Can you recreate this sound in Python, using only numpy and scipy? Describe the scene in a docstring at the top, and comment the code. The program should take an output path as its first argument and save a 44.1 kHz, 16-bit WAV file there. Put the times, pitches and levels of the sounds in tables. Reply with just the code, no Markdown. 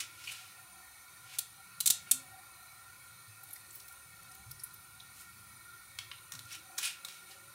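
"""Soft catches and scrapes of a turning cap come first, over a steady hiss with fixed resonances and a low rumble.
Then the cap of a plastic oil bottle snaps loose; the squeezed bottle ticks and air gulps softly in it
as it pours into a metal wok; at last the cap taps, scrapes and catches its way back on.
Clicks and scrapes are random slips filtered by plastic, gulps are gliding tones, and the background is
shaped noise; the bowl and the tiled kitchen echo the clicks, scrapes and crackle."""
import sys
import numpy as np
from scipy import signal
from scipy.io import wavfile
from scipy.ndimage import uniform_filter1d

SR = 44100
rng = np.random.default_rng(int(sys.argv[2]) if len(sys.argv) > 2 else 0)


def waveform_to_disk(signal):
    """Save audio, clipped to [-1, 1], as 16-bit WAV at the path in sys.argv[1]."""
    frames = np.transpose(np.atleast_2d(signal))
    scaled = np.clip(frames, -1, 1) * 32767
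    samples = np.round(scaled).astype(np.int16)
    wavfile.write(sys.argv[1], SR, samples)


N = 332646  # length in samples


def gain_of(db):
    """Decibel law: amplitude factor of a level."""
    return 10 ** (np.asarray(db) / 20)


def evened(x):
    """Normalization: scale to unit effective (RMS) value."""
    return x / np.sqrt(np.mean(x ** 2) + 1e-20)


def read(points, hz):
    """Interpolation of a curve along the logarithm of frequency."""
    f, value = np.transpose(points)
    return np.interp(np.log(hz + 1), np.log(f + 1), value)


def gain_over_time(points):
    """Envelope principle: levels joined by straight lines in dB, as a gain for each sample."""
    s, db = np.transpose(points)
    return gain_of(np.interp(np.arange(N) / SR, s, db))


def add(mix, s, sound):
    """Superposition: add a sound to the mix from s seconds on."""
    part = mix[max(round(s * SR), 0):][:len(sound)]
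    part += sound[:len(part)]


def coloured(x, gain):
    """Minimum-phase principle: a causal filter follows from its magnitude gain(hz) alone."""
    size = 2048
    log_gain = np.log(np.maximum(gain(abs(np.fft.fftfreq(size, 1 / SR))), 1e-5))
    spectrum = np.exp(np.conj(signal.hilbert(log_gain)))
    impulse_response = np.fft.ifft(spectrum).real[:size // 2]
    return signal.oaconvolve(x, impulse_response)


def modes(table, hz):
    """Resonance: summed power of peaks, each with its full width taken 6 dB down."""
    power = sum(gain_of(2 * db) / (1 + (2 * (hz - f) / width) ** 2) ** 2 for f, width, db in table)
    return np.sqrt(power)


def noise(gain, size, patchy_db):
    """Random-phase noise: Gaussian short-time spectra whose level drifts in patches of time and frequency."""
    frames, hz = N * 4 // size + 5, np.fft.rfftfreq(size, 1 / SR)
    real, imaginary, patches = rng.standard_normal((frames, len(hz), 3)).T
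    patches = uniform_filter1d(patches, size=8, axis=0)
    patches = evened(uniform_filter1d(patches, size=12, axis=1))
    spectra = (real + 1j * imaginary) * gain(hz)[:, None] * gain_of(patchy_db * patches)
    return evened(signal.istft(spectra, nperseg=size, noverlap=size * 3 // 4)[1][:N])


# Broad colour of the hiss. Each row: frequency in Hz, relative density in dB per Hz.
HISS_COLOUR = [(120, -48), (200, -21), (659, -19), (763, -17.5), (1120, -10), (1400, -9.5), (1650, -20),
               (1870, -8), (2090, -17), (2250, -5), (2750, -18), (3070, -20), (4040, -13), (5200, -16),
               (6450, -15.5), (6950, -14.5), (7680, -16.5), (9230, -10.5), (16000, -15.5)]
# Resonances in the hiss. Each row: frequency in Hz, width in Hz, relative level in dB.
HISS_RESONANCES = [(1020, 40, -9), (1395, 85, -.6), (1850, 38, -6), (2235, 35, -5), (2575, 30, -8),
                   (2885, 30, -16), (3280, 30, -14), (3715, 38, -10), (4075, 70, -10), (4460, 90, -15),
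                   (5950, 45, -14), (6315, 45, -11), (8620, 240, -15), (9150, 110, -7), (9560, 50, -12),
                   (9890, 80, -15), (10650, 90, -13), (11950, 90, -16)]
HISS_DB = -55  # effective level


def hiss():
    """Resonance in broadband noise: fixed narrow peaks stand out of a steady hiss."""
    def gain(hz):
        broad = gain_of(read(HISS_COLOUR, hz) - 7.5)
        return np.hypot(broad, modes(HISS_RESONANCES, hz)) * (hz > 200)
    return gain_of(HISS_DB) * noise(gain, size=2048, patchy_db=1.9)


# Colour of the rumble. Each row: frequency in Hz, relative density in dB per Hz.
RUMBLE_COLOUR = [(13, -66), (22, -29), (38, -12), (55, -36), (102, 5.5), (144, -5), (167, -5.5),
                 (275, -18.5), (325, -11.5), (400, -14.5), (520, -49), (880, -120)]
# Course of the rumble. Each row: time in seconds, level in dB.
RUMBLE_LEVEL = [(0, -69.5), (1.6, -71), (2.1, -64.5), (2.5, -68.5), (3.2, -67), (4.0, -68.5), (4.6, -65.5),
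                (6.4, -68.5), (7.54, -68)]


def rumble():
    """Band-limited noise: a lumpy rumble below 400 Hz."""
    shape = noise(lambda hz: gain_of(read(RUMBLE_COLOUR, hz)) * (hz < 400), size=4096, patchy_db=3.5)
    return gain_over_time(RUMBLE_LEVEL) * shape


# Course of the deep hum. Each row: time in seconds, level in dB.
HUM_LEVEL = [(0, -76), (3.1, -78.5), (3.5, -77), (5.2, -74), (6.1, -75.5), (7.54, -90)]


def hum():
    """Narrow-band noise: one 71 Hz resonance, 10.6 Hz wide, sounds as a wavering hum."""
    shape = noise(lambda hz: modes([(71.0, 10.6, 0)], hz), size=4096, patchy_db=2.9)
    return gain_over_time(HUM_LEVEL) * shape


# Two low resonances. Each row: frequency in Hz, width in Hz, relative level in dB.
DRIFTING_MODES = [(766, 64, 0), (549, 34, 0)]
# Their course. Each row: time in seconds, level of the upper in dB, level of the lower in dB.
DRIFTING_LEVELS = [(0, -82, -79), (.75, -65, -88.5), (1.7, -76, -86), (2.46, -66, -82), (3.1, -73.5, -82),
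                   (4.3, -73.5, -82), (5.5, -77, -86.5), (7.3, -71.5, -72.5), (7.54, -75, -72)]


def drifting_resonances():
    """Modulated narrow-band noise: two low resonances come and go independently."""
    s, *levels = np.transpose(DRIFTING_LEVELS)
    out = np.zeros(N)
    for mode, db in zip(DRIFTING_MODES, levels):
        shape = noise(lambda hz: modes([mode], hz), size=2048, patchy_db=5.0)
        out += gain_over_time(np.transpose([s, db])) * shape
    return out


# Decay of the room. Each row: frequency in Hz, time to fall by 60 dB in seconds.
KITCHEN_DECAY = [(500, 0.48), (2500, 0.37), (7000, .25), (15000, 0.15)]


def kitchen():
    """Reverberation: a tail of sparse random pulses dies faster in the treble."""
    pulses = np.zeros(SR // 2)
    at = np.arange(200, len(pulses) - 10, 10)
    pulses[at + rng.integers(0, 10, len(at))] = rng.choice([-1., 1.], len(at))
    hz, t, spectra = signal.stft(pulses, SR, nperseg=128)
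    decay = gain_of(-60 * t / read(KITCHEN_DECAY, hz)[:, None])
    tail = signal.istft(spectra * decay, SR, nperseg=128)[1]
    return gain_of(-4.0) * tail / np.linalg.norm(tail)


# Quick echoes off the metal bowl. Each row: delay in seconds, level in dB over a source above the bowl.
BOWL_ECHOES = [(.0017, -10.5), (.0026, -48.5), (.0036, 3), (.0052, -33), (.0063, -11), (.009, -34)]


def bowl(less_db=0):
    """Early reflection: the direct sound and delayed copies off the metal bowl."""
    out = np.zeros(600)
    out[0] = 1
    for s, db in BOWL_ECHOES:
        out[round(s * SR)] += gain_of(db + less_db)
    return out


# Air gulps and low bumps in the bottle. Each row: start in seconds, level in dB before onset and decay,
# pitch in Hz mid-glide, final pitch as a factor of that (below 1 falls), time to fall by 60 dB in seconds.
GULP_EVENTS = [(1.896, -45, 133, .74, 0.12), (1.899, -59, 310, .58, 0.24), (2.124, -50.5, 257, 1.02, 0.38),
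               (3.275, -50.5, 109, 0.97, 0.35), (4.463, -47.5, 116, 1.2, 0.4),
               (5.45, -64.5, 189, 1.2, 0.52), (6.333, -51, 144, 0.74, 0.36),
               (6.334, -61.5, 253, 1.04, 0.41)]
GLIDE_S = 0.0233


def gulps():
    """Cavity resonance: a soft low tone glides as the air pocket changes size."""
    t = np.arange(SR // 2) / SR
    out = np.zeros(N)
    for s, level_db, hz, factor, t60 in GULP_EVENTS:
        pitch = hz * factor ** np.tanh(t / GLIDE_S - 1)
        envelope = gain_of(level_db - 60 * t / t60) * (1 - np.exp(-t / 0.0085))
        add(out, s, envelope * np.sin(2 * np.pi * np.cumsum(pitch) / SR))
    return out


# Squeezes of the bottle. Each row: time in seconds, peak of the effective level in dB.
SQUEEZE_EVENTS = [(3.442, -72), (3.535, -60.5), (3.752, -57.5), (3.89, -68)]
SWELL_DB_PER_S, FADE_DB_PER_S = 252, 150


def crackle():
    """Impulsive noise: uneven tiny clicks of the plastic wall, mostly treble, strongest at each squeeze."""
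    t = np.arange(N) / SR
    level = np.zeros(N)
    for s, db in SQUEEZE_EVENTS:
        level += gain_of(db - np.maximum(SWELL_DB_PER_S * (s - t), FADE_DB_PER_S * (t - s)))
    clicks = rng.standard_normal(N) * gain_of(2.8 * np.minimum(rng.exponential(1, N), 5))
    return level * evened(coloured(clicks, lambda hz: modes([(12300, 9500, 0)], hz))[:N])


def bump(hz, centre, octaves):
    """Resonance as a Gaussian hill over pitch."""
    return np.exp(-.5 * (np.log2((hz + 1) / centre) / max(octaves, .04)) ** 2)


def click(body, burst_s, fixed_hz, first_slip, peak_db, main_hz, octaves, broad_db, fixed_db, soft):
    """Stick-slip excitation: a dying burst of small slips rings round two pitches; soft clicks swell first."""
    t = np.arange(1500) / SR
    sign, size = rng.standard_normal(len(t)), rng.exponential(1, len(t))
    u = t / burst_s
    slips = 0.45 * sign * gain_of(1.8 * np.minimum(size, 5)) * np.exp(-u) * (u if soft else 1)
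    slips[0] = first_slip
    # dividing by the smoothed spectrum makes the burst flat in broad colour
    lumps = np.sqrt(uniform_filter1d(abs(np.fft.fft(slips, 2048)) ** 2, size=40, mode="wrap"))

    def gain(hz):
        main_ring = bump(hz, main_hz, octaves)
        # the fixed ring is wider, in octaves, the lower it lies
        fixed_ring = gain_of(fixed_db) * bump(hz, fixed_hz, 0.093 + 250 / fixed_hz)
        return (main_ring + fixed_ring + gain_of(broad_db + read(body, hz))) / lumps
    sound = coloured(slips, gain)
    return gain_of(peak_db) * sound / abs(signal.oaconvolve(sound, bowl())).max()


def clicks_of(table, body, burst_s, fixed_hz, first_slip, soft=False):
    """Superposition of clicks that share one colour, burst length, fixed ring and first slip."""
    out = np.zeros(N)
    for s, *shape in table:
        add(out, s, click(body, burst_s, fixed_hz, first_slip, *shape, soft=soft))
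    return out


# Broad colour of ticks and snaps. Each row: frequency in Hz, relative density in dB per Hz.
SHARP_COLOUR = [(350, -59), (600, -34.5), (737, -15.5), (1100, -22.5), (1430, -18), (2040, -14),
                (4160, 1.5), (4780, -6), (6200, -2), (8620, 1), (16000, -3.5)]
# Ticks of the bottle wall in the hand. Each row: start in seconds, peak in dB with full bowl echoes,
# main ring in Hz, its width in octaves, broad share in dB, fixed ring in dB relative to the main one.
TICK_EVENTS = [(3.4342, -30, 14000, 0.5, -18, -25), (3.487, -40, 10400, .3, -10, -25),
               (3.5063, -37, 12500, 0.41, -11, -20), (3.5314, -29.5, 11400, 0.18, -23, -30),
               (3.559, -38, 1990, 0.14, -13, -8), (3.706, -40.5, 7660, .13, -15, -20),
               (3.7294, -38, 15000, .28, -22, -22), (3.7535, -30, 15300, 0.17, -25, -28),
               (3.8, -36, 5450, 0.18, -3, -20), (3.8813, -33.5, 14300, .25, -1, -15),
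               (3.924, -38, 12500, .4, -8, -20), (4.2294, -41, 12000, .36, -5, -20),
               (4.3148, -37.5, 9600, 0.078, -9, -6), (4.349, -36, 15000, .25, -3, -25),
               (4.512, -29, 12500, 0.23, -9, -3), (4.5965, -37, 9900, 0.18, -20, 1.5),
               (4.6362, -23.5, 10900, 0.27, -27, -21), (4.7396, -36, 12400, .18, -18, -23),
               (5.001, -40, 3700, 0.13, -27, -15)]


def ticks():
    """Impulsive excitation: the bottle wall gives way with one sharp slip and rings."""
    return clicks_of(TICK_EVENTS, SHARP_COLOUR, burst_s=.0031, fixed_hz=5200, first_slip=3.2)


# Duller broad colour of taps and catches. Each row: frequency in Hz, relative density in dB per Hz.
DULL_COLOUR = [(290, -27), (500, -19.5), (1340, -4), (3060, -6.5), (3590, 2), (4660, -5.5), (9090, -1.5),
               (11100, -6), (16000, -7)]
# Taps of the cap on the neck as it goes back on. 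Each row: start in seconds, peak in dB if it had full
# bowl echoes, main ring in Hz, its width in octaves, broad share in dB, fixed ring in dB relative to main.
TAP_EVENTS = [(5.987, -22.5, 3260, 0.56, -9, -16), (6.114, -28.5, 2910, 0.48, -23, -6.5),
              (6.1824, -42.5, 3660, 0.14, -13, -25), (6.32, -25.5, 6000, 0.11, -1, -21),
              (6.3365, -27.5, 6500, 0.17, 16, .5), (6.351, -32, 4940, .46, 4, -2),
              (6.391, -29.5, 4060, .2, 0, -22), (6.453, -40, 5800, .2, -1, -27),
              (7.048, -24.5, 3900, 0.079, -7, -41), (7.084, -31, 3870, 0.33, 3, -22)]


def taps():
    """Soft impact: contact of cap and neck swells briefly before it dies."""
    return clicks_of(TAP_EVENTS, DULL_COLOUR, burst_s=.0014, fixed_hz=1250, first_slip=.3, soft=True)


# Catches of the cap on its thread. Each row: start in seconds, peak in dB if it had full bowl echoes,
# main ring in Hz, its width in octaves, broad share in dB, fixed ring in dB relative to main.
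CATCH_EVENTS = [(.001, -22, 5300, 0.69, -5, 3), (0.238, -35, 5230, 0.099, -10, -2),
                (.2725, -27.5, 4200, .1, -7, 14), (0.2926, -33, 4200, .1, -5, 21),
                (0.3162, -29, 8850, .22, 14, -4), (6.522, -29, 5650, .07, -7, -20),
                (6.548, -28.5, 5590, 0.072, 8, -15), (6.7784, -23.5, 6300, 0.32, -21, -37),
                (6.7813, -16, 3750, .1, 36, -16), (6.827, -24, 9810, 0.099, -6, -4),
                (6.8507, -19.5, 9100, 0.12, -8, -5), (6.8716, -30, 3750, 0.12, -8, 6),
                (7.3105, -39, 4240, 0.18, -6, -25)]


def catches():
    """Stick-slip friction: the cap catches on its thread in short soft bursts."""
    return clicks_of(CATCH_EVENTS, DULL_COLOUR, burst_s=.0035, fixed_hz=2600, first_slip=0, soft=True)


# Colour of the rub. Each row: frequency in Hz, relative density in dB per Hz.
THREAD_COLOUR = [(290, -52.5), (500, -20.5), (1060, -12), (1250, -21), (1400, -5), (1820, -9.5), (2460, -2),
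                 (3250, -6), (9770, -18), (16000, -32.5)]
# The cap turns on its thread or fingers slide on the bottle. Each row: strongest moment in seconds,
# rise in seconds, fall in seconds, effective level at the peak in dB, brightness in dB per octave.
TURN_EVENTS = [(.005, .005, .07, -43, 4), (.31, .24, .3, -49, 4.5), (1.35, .16, .05, -51.5, 3),
               (2.09, 0.056, 0.037, -57, -2), (5.207, 0.14, 0.071, -53.5, 11.5),
               (6.532, 0.073, 0.065, -47, 3), (6.854, 0.083, 0.094, -36, 4.5), (7.091, 0.043, .2, -53.5, 5),
               (7.314, .09, 0.088, -57, 5)]
TURN_FADE_DB, TURN_ROUNDNESS = -25.5, 1.3  # level at both ends under the peak; 1 = pointed peak, 2 = round


def turns():
    """Sliding friction: dense uneven slips through the plastic swell and fade in an arch."""
    out = np.zeros(N)
    for peak_s, rise_s, fall_s, peak_db, tilt_db in TURN_EVENTS:
        t = np.arange(-rise_s, fall_s, 1 / SR)
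        away = np.where(t < 0, -t / rise_s, t / fall_s)  # 0 at the peak, 1 at either end
        level_db = peak_db + TURN_FADE_DB * away ** TURN_ROUNDNESS
        sizes = np.minimum(rng.exponential(1, len(t)), 5)
        slips = rng.standard_normal(len(t)) * gain_of(4.06 * sizes)

        def gain(hz):
            return gain_of(read(THREAD_COLOUR, hz) + tilt_db * np.log2((hz + 300) / 4000))
        rub = coloured(slips, gain)[:len(t)]
        add(out, peak_s - rise_s, gain_of(level_db) * evened(rub))
    return out


# Snaps of the cap breaking loose. Each row: start in seconds, peak in dB with full bowl echoes,
# main ring in Hz, its width in octaves, broad share in dB, fixed ring in dB relative to the main one.
SNAP_EVENTS = [(1.3862, -13, 9800, .23, 6, -8), (1.804, -13.5, 11000, .42, 12, 8),
               (1.859, -8.5, 8260, .3, 5, -8), (1.8725, -8, 7800, .3, 0, -7),
               (1.902, -6, 7500, .35, 3.5, -3), (2.1124, -4.5, 9200, .3, -5, -30)]


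def snaps():
    """Sudden release: the cap breaks loose with one sharp slip and a dying burst that rings."""
    return clicks_of(SNAP_EVENTS, SHARP_COLOUR, burst_s=.0031, fixed_hz=4100, first_slip=2.2)


DRIER_DB = -2.5  # the cap close to the microphone stirs the room less
AWAY_DB = -12.5  # echoes off the bowl are weaker for the cap handled beside it


def scene():
    """Superposition: hand sounds pass the bowl and the room; gulps and background come direct."""
    background = hiss() + rumble() + hum() + drifting_resonances()
    over_bowl = crackle() + ticks() + snaps()
    beside_bowl = taps() + catches() + turns()
    near = signal.oaconvolve(over_bowl, bowl())[:N] + signal.oaconvolve(beside_bowl, bowl(AWAY_DB))[:N]
    to_room = over_bowl + gain_of(DRIER_DB) * beside_bowl
    reverberant = signal.fftconvolve(to_room, kitchen())[:N]
    mid = near + reverberant + gulps() + background
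    return np.array([mid, mid])


# Faint noise of opposite sign left and right. Each row: frequency in Hz, relative density in dB per Hz.
SIDE_COLOUR = [(18, -31), (30, -4), (970, -7), (1260, -27), (2690, -24), (3320, -20), (6050, -19),
               (10500, -26), (15500, -0.5)]
SIDE_DB, EDGE_HZ = -78, 15780  # effective level before the band limit; upper edge of the band


def record(dry):
    """Stereo difference and band limiting: faint opposite noise parts the channels, then a low-pass."""
    faint = noise(lambda hz: gain_of(read(SIDE_COLOUR, hz)), size=1024, patchy_db=3.0)
    pair = dry + gain_of(SIDE_DB) * faint * np.array([[1], [-1]])
    low_pass = signal.firwin(501, EDGE_HZ, window=("kaiser", 9), fs=SR)
    return signal.oaconvolve(pair, low_pass[None], "same", axes=1)


dry = scene()
out = record(dry)
waveform_to_disk(out)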